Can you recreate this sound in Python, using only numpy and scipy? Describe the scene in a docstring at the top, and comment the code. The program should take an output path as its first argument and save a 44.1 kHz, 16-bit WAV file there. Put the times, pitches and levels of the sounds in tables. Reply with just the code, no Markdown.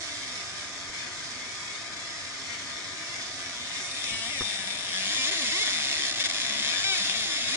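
"""Laser marking a steel block

Each scan line fires a row of tiny plasma pops, so the crackle buzzes at the gliding line rate.
Vapour hisses and the scan mirror whines. Cooling fans run in the hard-walled workshop.
A hand-held camera stands back, then comes close; a finger knocks it a few times."""
import sys
import numpy as np
from scipy import signal
from scipy.fft import rfft, irfft, next_fast_len
from scipy.io import wavfile
from scipy.ndimage import uniform_filter1d, map_coordinates

SR = 44100
rng = np.random.default_rng(int(sys.argv[2]) if len(sys.argv) > 2 else 0)


def digitize_waveform(pressure):
    """Quantize a signal to 16-bit integers and store it at the path in sys.argv[1].

    Rows of a 2-D input are taken as channels; values are limited to [-1, 1].
    """
    field = np.atleast_2d(pressure).T
    bounded = np.clip(field, -1, 1)
    quanta = np.round(bounded * 32767).astype(np.int16)
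    wavfile.write(sys.argv[1], SR, quanta)


N = 333396

# Camera path. Each row: time in seconds, place (0 back in the room, 1 table edge, 2 over the block),
# relative crackle level in dB, left minus right in dB.
CAMERA_PATH = [(0, 0.42, -39, -2), (.8, 0.037, -41, 0.6), (2.9, .007, -41, 1.2), (3.7, 0.46, -36.5, -1),
               (4.15, 1.03, -35.5, 1.1), (4.8, 1.046, -34.5, 2.5), (5.15, 2.016, -31, 1.1),
               (5.7, 1.92, -30, 0), (6.5, 1.95, -30.5, 1.2), (7.56, 2.03, -30, 1.2)]
# Broad hatching. Each row: time in seconds, line rate in Hz, evenness (0 ragged, 1 even).
BROAD_SCAN = [(0, 164, 0.59), (.22, 135, 0.68), (.8, 92.5, 0.49), (1.3, 134, 0.62), (1.42, 126.5, 0.7),
              (2.4, 136, 0.67), (2.7, 140, 0.72), (2.78, 132, 0.76), (2.82, 93, .7), (3.36, 92, 0.71),
              (3.42, 87, 0.81), (3.48, 85, .85), (3.54, 87, .8), (4.47, 105, 0.72), (4.66, 94, 0.85),
              (4.7, 104, 0.54), (4.77, 46, .2), (4.88, 53.5, .2), (4.93, 94, 0.81), (5.04, 95.6, 0.87),
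              (5.13, 102.4, 0.69), (5.65, 102, 0.84), (5.73, 93, .85), (5.77, 77, 0.8), (5.87, 68, .8),
              (5.96, 76.6, .7), (6.05, 60, 0.4), (6.33, 48.8, .2), (6.5, 70, 0.8), (6.58, 70, 0.84),
              (6.66, 72.6, 0.82), (6.76, 91.5, 0.91), (6.82, 103, 0.86)]
# Narrow shapes. Each row: start and length in seconds, line rate in Hz at start, middle and end,
# evenness, relative level in dB, return stroke's delay as a share of a line.
NARROW_SHAPES = [(0.362, 0.18, 223, 186, 190, 0.59, 0.5, 0.48),
                 (0.568, 0.076, 346, 320, 226, 0.47, 2, 0.48), (0.939, .11, 250, 310, 254, 0.68, 2.5, .5),
                 (1.07, .2, 198, 180, 143, 0.5, 1.5, 0.44), (1.52, 0.067, 370, 386, 377, 0.65, 1, 0.49),
                 (1.6, 0.082, 345, 316, 347, 0.58, 2.5, .5), (1.701, 0.057, 340, 384, 390, 0.59, 1.5, 0.53),
                 (1.79, .19, 286, 334, 317, 0.31, 0, 0.46), (2.0, 0.073, 334, 332, 344, 0.72, .7, 0.48),
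                 (2.11, .21, 336, 283, 310, 0.47, 0.5, 0.48), (2.485, 0.074, 238, 236, 217, 0.87, 2.5, .5),
                 (2.97, .09, 111, 103, 107, 0.84, 1, 0.47), (3.07, 0.074, 370, 346, 340, 0.7, 1, .5),
                 (3.159, .13, 194, 183, 190, 0.62, 1, .5), (3.545, 0.17, 119, 126, 137, 0.88, -1, 0.49),
                 (3.72, 0.068, 135, 128, 144, 0.72, .5, 0.46), (3.801, 0.082, 205, 177, 186, 0.79, 1, .5),
                 (3.9, .13, 131, 137, 158, 0.79, 0.5, .47), (4.045, 0.071, 300, 262, 230, .85, 1.5, .56),
                 (4.115, 0.125, 226, 223, 225, .95, 0.5, .622), (4.24, .06, 225, 233, 255, .9, .5, .622),
                 (4.305, .1, 315, 277, 253, 0.92, 0, .56), (5.175, 0.059, 264, 261, 265, .9, 0.6, .44),
                 (5.235, .065, 262, 288, 337, 0.78, 1.5, 0.45), (5.31, .03, 208, 195, 226, .5, 1, 0.46),
                 (5.35, 0.16, 360, 270, 205, .68, 0, 0.46), (5.521, .055, 310, 355, 392, 0.83, 0.5, 0.34),
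                 (5.576, 0.055, 370, 422, 428, 0.91, 1, 0.41), (6.2, .065, 258, 317, 267, 0.31, 1.5, 0.49),
                 (6.845, .1, 387, 390, 368, .998, 1.5, .488), (6.95, 0.049, 367, 325, 233, .68, -0.3, .47),
                 (7.005, 0.039, 202, 197, 208, .85, -1.5, 0.47),
                 (7.05, .035, 280, 325, 260, 0.51, -1.5, 0.46),
                 (7.09, 0.058, 208, 189, 243, 0.82, -2, 0.47), (7.16, .11, 216, 213, 188, .76, -1.1, .46),
                 (7.275, 0.086, 176, 159, 166, 0.82, -2, 0.44), (7.37, .11, 142, 126, 121, 0.82, -3, .47),
                 (7.49, 0.071, 210, 257, 326, 0.68, -1.5, 0.43)]
# Beam off between shapes. Each row: start and length in seconds.
BEAM_JUMPS = [(4.764, 0.0068), (5.305, .006), (6.024, .004), (6.106, .004), (6.115, .007), (6.131, .005),
              (6.151, .005), (6.23, .008), (6.303, .005), (6.314, .005)]
# Scan mirror modes, close up and from the room. 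Each row: centre and width in Hz, relative level in dB.
MIRROR_NEAR = [(1110, 160, -9), (1790, 280, -7), (2217, 240, -0.5), (3546, 120, -2)]
MIRROR_FAR = [(2212, 270, 0)]
# Single hard pops. Each row: time in seconds, relative level in dB.
HARD_POPS = [(4.7217, -31), (4.8495, -25), (4.866, -25), (4.976, -20), (6.037, -23), (6.125, -18),
             (6.143, -23), (6.3128, -25), (7.0976, -12), (7.2085, -20)]
# Left microphone port's lag. Each row: frequency in Hz, lag in radians from the room and close up.
PORT_LAG = [(200, .05, .05), (1550, 0.31, .35), (2400, 2.9, 1.8), (3450, 3.5, 2.85), (4400, 4.8, 3.6),
            (5500, 6, 3.88), (6530, 6, 3.3), (7200, 6.4, 5.56), (10000, 9.8, 7)]
# Pop colour from each place. Each row: frequency in Hz, left and right gain in dB.
COLOUR_ROOM = [(150, -22, -23), (468, -10.5, -8.5), (705, -12.5, -14), (930, -10.5, -9),
               (1270, -5.5, -22.5), (1710, 5.5, -3.5), (2216, 8, -8), (2770, -1.5, -7), (3490, 6.5, 0.5),
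               (3920, 2, -2), (4300, -1, 1.5), (5450, -3, 6.5), (5940, -16, 3.5), (6680, -2, 1.5),
               (7960, -9.5, -5), (10500, -19, -11)]
COLOUR_EDGE = [(150, -14, -10.5), (466, -15, -16), (717, -4, -7.5), (920, -6, -15.5), (1320, -14, -30),
               (1730, 2.5, -12.5), (2310, 5.5, -2), (2830, 2, -3.5), (3400, 6, -3.5), (3600, 12, 6),
               (4240, -2.5, -2), (5000, -0.5, 2), (5550, -2, 6), (6170, -13, 0.5), (6750, -2, -3.5),
               (7900, -12, -2.5), (9900, -7.5, -6)]
COLOUR_ABOVE = [(150, -17, -17.5), (475, -17, -19.5), (590, -12, -11.5), (793, -7.5, -9), (900, -25, -23),
                (1020, -6, -9), (1170, -6, -8.5), (1275, -16, -23.5), (1505.8, 0, -8.5), (1685, 1.5, -9.5),
                (1940, 6.5, -4), (2439.4, 5, -2.5), (2900, 1, -2.5), (3120, 5, 1), (3270, 5.5, -1),
                (3520, 12, 3.5), (3730, 7.5, 6), (4350, 1.5, 0), (5230, -1, 7), (6040, -9, 0.5),
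                (6620, 1, 1), (7060, -2, 0.5), (8150, -20.5, -8), (9550, -9.5, -9.5)]
# Low buzz. Each row: time in seconds, spectral centre in Hz, level in dB.
BUZZ_PATH = [(0, 270, -58), (.6, 280, -62), (1.4, 255, -57), (1.7, 340, -61), (2.3, 314, -63),
             (2.7, 270, -56), (3.15, 310, -61), (3.6, 253, -53.5), (4.02, 300, -58.5), (4.2, 230, -52.5),
             (4.35, 280, -54), (4.52, 205, -54), (4.68, 190, -52), (4.8, 220, -62), (5.04, 190, -49.5),
             (5.14, 300, -50.5), (5.38, 310, -46.5), (5.49, 220, -48.5), (5.56, 350, -47.5),
             (5.65, 300, -49), (5.82, 212, -49), (5.9, 310, -49.5), (6.08, 319, -50), (6.33, 270, -55.5),
             (6.5, 228, -50), (6.7, 220, -51), (6.78, 285, -52), (6.95, 340, -48), (7.03, 220, -51.5),
             (7.22, 220, -50), (7.28, 340, -50.5), (7.44, 252, -56), (7.55, 278, -47)]
# Air outlet resonance. Each row: centre and width in Hz, relative level in dB.
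VENT_MODES = [(678, 157, 0)]
# Fan air spectrum. Each row: frequency in Hz, relative density in dB.
AIR_SPECTRUM = [(15, -54.5), (25, -19.5), (92, -4.5), (156, -7), (222, -10), (261, -6.5), (506, -12),
                (554, -11), (691, -6), (800, -11), (880, -13), (1010, -5), (1100, -10), (1220, -2),
                (1290, -8.5), (1410, -7), (2000, -4.5), (2600, -15), (4400, -120)]
# Fan air stereo image. Each row: frequency in Hz, left-right correlation.
AIR_CORRELATION = [(40, .25), (120, .5), (300, 0.67), (1200, 0.68), (3000, 0.22)]
# Blade and mains tones. Each row: frequency in Hz, level in dB, waver in Hz, change over the block in dB.
FAN_TONES = [(98.7, -67, 1.4, -0.5), (600, -65.5, 9, 6.5), (681.6, -59.5, 3, 0.5), (1220, -55.5, 7.5, -9),
             (1557, -67, 9.033, 5.5), (3120, -71, 6, -2)]
# Hand shifts on the camera. Each row: centre and half-width in seconds, rumble rise in dB.
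GRIP_SHIFTS = [(4.14, 0.062, 12), (4.418, 0.074, 6)]
# Knocks on the camera. Each row: time in seconds, gain in dB, extra click gain in dB.
KNOCKS = [(4.4095, -31, 3.5), (4.4175, -32, 3), (3.3, -52, -19), (.9, -40, -22)]
# Camera body modes. Each row: frequency in Hz, relative level in dB, T60 in seconds.
THUD_MODES = [(90.5, -6.5, 0.11), (170, -17, 0.026), (355, 3.5, 0.013), (456, -4, 0.04)]
CLICK_MODES = [(1090, -8, 0.01), (1250, 1.5, 0.013), (1740, -5, 0.023)]


def amp(db):
    """Decibels to gain."""
    return 10 ** (np.asarray(db) / 20)


def unit(x):
    """Scale to rms 1."""
    return x / np.sqrt(np.mean(x ** 2) + 1e-20)


def along(table, hz, column=1):
    """One table column, interpolated over log frequency."""
    columns = np.transpose(table)
    return np.interp(np.log(hz + 1), np.log(columns[0] + 1), columns[column])


def curves(table):
    """Each column after the time, interpolated per sample."""
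    times_s, *columns = np.transpose(table)
    return [np.interp(np.arange(N) / SR, times_s, column) for column in columns]


def wobble(rate_hz):
    """Smooth random curve, rate_hz knots a second."""
    knots = int(N * rate_hz / SR) + 4
    fine = np.arange(0, knots, 1 / 20)
    spline = map_coordinates(rng.standard_normal(knots), [fine])
    return np.interp(np.arange(N) * rate_hz / SR, fine, spline)


def filtered(x, response):
    """Apply a complex frequency response."""
    size = 2 * next_fast_len(N // 2 + SR // 4)
    return irfft(rfft(x, size) * response(np.fft.rfftfreq(size, 1 / SR)), size)[..., :N]


def minimum_phase(gain):
    """Response with this gain that rings only after the blow."""
    cepstrum = irfft(np.log(gain))
    half = cepstrum.shape[-1] // 2
    cepstrum[..., 1:half] *= 2
    cepstrum[..., half + 1:] = 0
    return np.exp(rfft(cepstrum))


def resonances(modes, hz):
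    """Summed band-pass modes of alternating sign."""
    return sum((-1) ** k * amp(db) * 1j * hz * width / (centre ** 2 - hz ** 2 + 1j * hz * width)
               for k, (centre, width, db) in enumerate(modes))


def impulses(at, sizes):
    """Windowed-sinc impulses at fractional sample positions."""
    taps = np.floor(at)[:, None].astype(int) + np.arange(-7, 9)
    offset = taps - at[:, None]
    shape = np.sinc(offset) * np.sinc(offset / 8)
    return np.bincount(np.clip(taps, 0, N).ravel(), (sizes[:, None] * shape).ravel(), N + 1)[:N]


def hatching(db_per_octave=1.73, broad_return=.47, glide_s=.008, outline_octaves=.2):
    """Scan controls per sample: broad hatching, broken by narrow shapes with shorter, faster lines."""
    t = np.arange(N) / SR
    rate_hz, even = curves(BROAD_SCAN)
    burn_db = db_per_octave * np.log2(rate_hz / np.median(rate_hz))  # fast lines lose less time turning
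    scan = np.array([rate_hz, even, burn_db, np.full(N, broad_return)])
    for start_s, length_s, first_hz, middle_hz, last_hz, evenness, db, return_share in NARROW_SHAPES:
        blend = np.clip(1 + (length_s / 2 - np.abs(t - start_s - length_s / 2)) / glide_s, 0, 1)
        now = blend > 0
        progress = np.clip((t[now] - start_s) / length_s, 0, 1)
        arc_hz = np.polyval(np.polyfit([0, .5, 1], [first_hz, middle_hz, last_hz], 2), progress)
        for control, target in zip(scan, [arc_hz, evenness, db, return_share]):
            control[now] += blend[now] * (target - control[now])
    rate_hz, even, burn_db, return_share = scan
    even = np.clip(even, 0, 1)
    bend_octaves = outline_octaves * (1 - even) ** 1.5 * wobble(11)  # ragged outlines vary line length
    return rate_hz * 2 ** bend_octaves, even, burn_db, return_share


def scan_lines(scan, ragged_s=.000699):
    """Start in samples and rate in Hz of each line; ragged detail upsets the beat."""
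    rate_hz, even, *_ = scan
    turns = np.cumsum(rate_hz) / SR
    starts = np.interp(np.arange(1, int(turns[-1])), turns, np.arange(N))
    line = starts.astype(int)
    jitter = SR * ragged_s * (1 - even[line]) ** 2 * rng.standard_normal(len(line))
    return starts + jitter, rate_hz[line]


def beam_on():
    """1 while the beam burns, 0 while it jumps between shapes."""
    on = np.ones(N)
    for start_s, length_s in BEAM_JUMPS:
        on[round(start_s * SR):round((start_s + length_s) * SR)] = 0
    return on


def plasma(scan, two_pop_hz=421, drift_hz=6, jitter_s=.00007, stroke_db=2.5, scatter_db=1.5, later_db=-2):
    """Pops of steady power: each line crosses nearly the same strokes as the line before."""
    _, even, _, return_share = scan
    starts, rate_hz = scan_lines(scan)
    line = np.clip(starts.astype(int), 0, N - 1)
    drift = lambda: map_coordinates(rng.standard_normal(400), [starts * drift_hz / SR], mode="mirror")
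    # A short line burns once out, once back; a long one crosses more strokes, less evenly.
    strokes = 2 * (two_pop_hz / rate_hz) ** .79
    spread = np.clip(strokes / strokes.mean() / 2, 0, 1)
    loose = spread * np.sqrt(1 - even[line])
    pops = np.zeros(N)
    for k in range(10):
        line_share = (k * return_share[line]) % 1 + .09 * loose * drift()
        delay_s = line_share / rate_hz + jitter_s * loose * rng.standard_normal(len(line))
        pop_db = stroke_db * spread * drift() + scatter_db * rng.standard_normal(len(line))
        sizes = amp(pop_db + later_db * (k > 0)) * np.clip(strokes - k, 0, 1)
        pops += impulses(starts + SR * delay_s, sizes)
    power = uniform_filter1d(uniform_filter1d(pops ** 2, size=2200), size=2200)
    return pops / np.sqrt(np.abs(power) + 1e-6)


def mirror_whine(scan, far, return_gain=.097, far_db=-12.5, near_db=-16.5):
    """The mirror jerks and rings at both ends of a line; close up, the pops cover it."""
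    starts, rate_hz = scan_lines(scan)
    sizes = rate_hz ** -.5
    jerks = impulses(starts, sizes) + return_gain * impulses(starts + SR / rate_hz / 2, sizes)
    jerks *= beam_on()
    far_ring = unit(filtered(jerks, lambda hz: resonances(MIRROR_FAR, hz) ** 2))
    near_ring = unit(filtered(jerks, lambda hz: resonances(MIRROR_NEAR, hz)))
    return far * amp(far_db) * far_ring + (1 - far) * amp(near_db) * near_ring


def sizzle(pops, life_s=.011, highpass_hz=3920):
    """Vapour hisses off the steel around each pop, reaching each port differently."""
    t = np.arange(-300, 301) / SR
    puff = np.exp(-np.abs(t) / life_s)
    plume = np.abs(signal.fftconvolve(pops ** 2, puff / puff.sum(), mode="same"))
    hiss = np.sqrt(plume) * rng.standard_normal((2, N))
    return filtered(hiss, lambda hz: hz ** 2 / (hz ** 2 + highpass_hz ** 2))


def direct_path(source, far):
    """The direct sound reaches the left port later than the right."""
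    half_lag = .5j * np.array([[-1], [1]])
    return sum(filtered(share * source, lambda hz: np.exp(half_lag * along(PORT_LAG, hz, column)))
               for column, share in [(1, far), (2, 1 - far)])


def workshop(source, early_t60_s=.053, wall_t60_s=.41, size=8192):
    """Table and cabinet echoes, then the walls' tail; redrawn per block for the moving camera."""
    out = np.zeros((2, N + 2 * SR))
    window = np.sin(np.pi * np.arange(size) / size)
    padded = np.pad(source, (size // 2, size))
    age_s = np.arange(size) / SR
    decay = np.hypot(unit(amp(-60 * age_s / wall_t60_s)), unit(amp(-60 * age_s / early_t60_s)))
    for start in range(0, N + size // 2, size // 2):
        response = rng.standard_normal((2, size)) * decay / np.linalg.norm(decay)
        echo = signal.fftconvolve((padded[start:start + size] * window)[None], response, axes=1)
        out[:, start:start + echo.shape[1]] += echo
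    return out[:, size // 2:][:, :N]


def port_colour(colour, hz, highpass_hz=90):
    """Each port has its own gain; both share the ring of the pop."""
    gains = amp([along(colour, hz, column=1), along(colour, hz, column=2)])
    shared = np.sqrt(gains[0] * gains[1])
    return gains / shared * minimum_phase(shared) * 1j * hz / (1j * hz + highpass_hz)


def laser(scan, gain_db=6, lowpass_hz=8670, hard_gain_db=15, wet_far_db=3.5, wet_near_db=-5):
    """Pops, whine and hiss: louder, drier and changed in colour as the camera comes close."""
    _, even, burn_db, _ = scan
    place, path_db, pan_db = curves(CAMERA_PATH)
    far = np.clip(1 - place, 0, 1)
    flicker_db = .5 * wobble(11)
    sputter_db = 2.5 * (1 - even) ** 2 * wobble(90)  # ragged detail sputters
    level = amp(path_db + burn_db + flicker_db + sputter_db + gain_db)
    pops = plasma(scan) * beam_on()
    crackle = filtered(pops, lambda hz: 1 / np.hypot(1, (hz / lowpass_hz) ** 2))
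    whine = even ** 2 * mirror_whine(scan, far)  # even reversals shake the mirror hardest
    hiss = level * amp(-7 * even ** 12) * sizzle(pops) * beam_on()  # even hatching burns cleanly
    hard_s, hard_db = np.transpose(HARD_POPS)
    source = level * (crackle + whine) + impulses(hard_s * SR, amp(hard_db + hard_gain_db))
    wet = amp(wet_far_db + (wet_near_db - wet_far_db) * place / 2)
    ports = (direct_path(source, far) + wet * workshop(source)) / np.sqrt(1 + wet ** 2) + hiss
    heard = np.zeros((2, N))
    for k, colour in enumerate([COLOUR_ROOM, COLOUR_EDGE, COLOUR_ABOVE]):
        share = np.clip(1 - np.abs(place - k), 0, 1)
        heard += share * filtered(ports, lambda hz: port_colour(colour, hz))
    return heard * amp([pan_db / 2, -pan_db / 2])


def low_buzz(scan, spread_octaves=.31, waver_octaves=.1507, rough_db=3.5, harmonics=7):
    """Line-rate harmonics near a centre that shifts with the pattern; ragged detail makes them waver."""
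    rate_hz, even, *_ = scan
    centre_hz, level_db = curves(BUZZ_PATH)
    pitch_hz = rate_hz * 2 ** (waver_octaves * (1 - even) * wobble(50))
    phase = 2 * np.pi * np.cumsum(pitch_hz) / SR
    orders = np.arange(1, harmonics + 1)[:, None]
    weights = np.exp(-.5 * (np.log2(orders * rate_hz / centre_hz) / spread_octaves) ** 2) + 1e-9
    partials = np.sin(orders * phase + rng.uniform(0, 2 * np.pi, (harmonics, 1)))
    buzz = np.sum(weights * partials, axis=0) / np.linalg.norm(weights, axis=0)
    return amp(level_db) * unit(buzz * amp(rough_db * wobble(55))) * amp([[1], [-1]])


def vent(near_db=-51.5, side_gain=.3):
    """Air rushes through a resonant outlet that the camera approaches."""
    place, *_ = curves(CAMERA_PATH)
    mid, side = filtered(rng.standard_normal((2, N)), lambda hz: resonances(VENT_MODES, hz) ** 2)
    return amp(near_db) * place / 2 * unit(np.array([mid + side_gain * side, mid - side_gain * side]))


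def fans(air_db=-45, rumble_hz=199.9, wander_db=1.6, wander_rad=.32):
    """Cooling air with wavering blade tones and mains hum; the rumble swells when the grip shifts."""
    def mid_side_gains(hz):
        angle = np.arccos(np.clip(along(AIR_CORRELATION, hz), -1, 1)) / 2
        return amp(along(AIR_SPECTRUM, hz)) * [np.cos(angle), np.sin(angle)]

    mid, side = filtered(rng.standard_normal((2, N)), mid_side_gains)
    air = amp(air_db) * unit(np.array([mid + side, mid - side]))
    t = np.arange(N) / SR
    rise_db = sum(db * np.exp(-((t - at_s) / half_s) ** 2) for at_s, half_s, db in GRIP_SHIFTS)
    rumble = filtered(air, lambda hz: 1 / (1 + (hz / rumble_hz) ** 4))
    air += rumble * (amp(rise_db) - 1)
    place, *_ = curves(CAMERA_PATH)
    for hz, db, waver_hz, near_db in FAN_TONES:
        phase = 2 * np.pi * np.cumsum(hz + waver_hz * wobble(40)) / SR
        # The camera moves through the room's standing waves.
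        tone_db = db + near_db * place / 2 + wander_db * wobble(3.05)
        port_rad = wander_rad * np.array([wobble(1.8), wobble(2.029)])
        air += np.sqrt(2) * amp(tone_db) * np.sin(phase + port_rad)
    return air * amp([[.9], [-.9]])


def knocks():
    """A finger knocks the camera: a dull thud with a plastic click."""
    out = np.zeros(N + SR)
    t = np.arange(SR // 4) / SR
    thud, click = (sum(amp(db - 60 * t / t60_s) * np.sin(2 * np.pi * hz * t) for hz, db, t60_s in modes)
                   for modes in (THUD_MODES, CLICK_MODES))
    for start_s, db, click_db in KNOCKS:
        out[round(start_s * SR):][:len(t)] += amp(db) * (thud + amp(click_db) * click)
    return out[:N] * amp([[2.5], [-2.5]])


def scene():
    """Laser with its low buzz, cooling air and handling."""
    scan = hatching()
    return laser(scan) + low_buzz(scan) + vent() + fans() + knocks()


def record(dry, top_hz=10330):
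    """The camera's steep band limit."""
    return filtered(dry, lambda hz: np.clip((top_hz - hz) / 100 + .5, 0, 1))


dry = scene()
out = record(dry)
digitize_waveform(out)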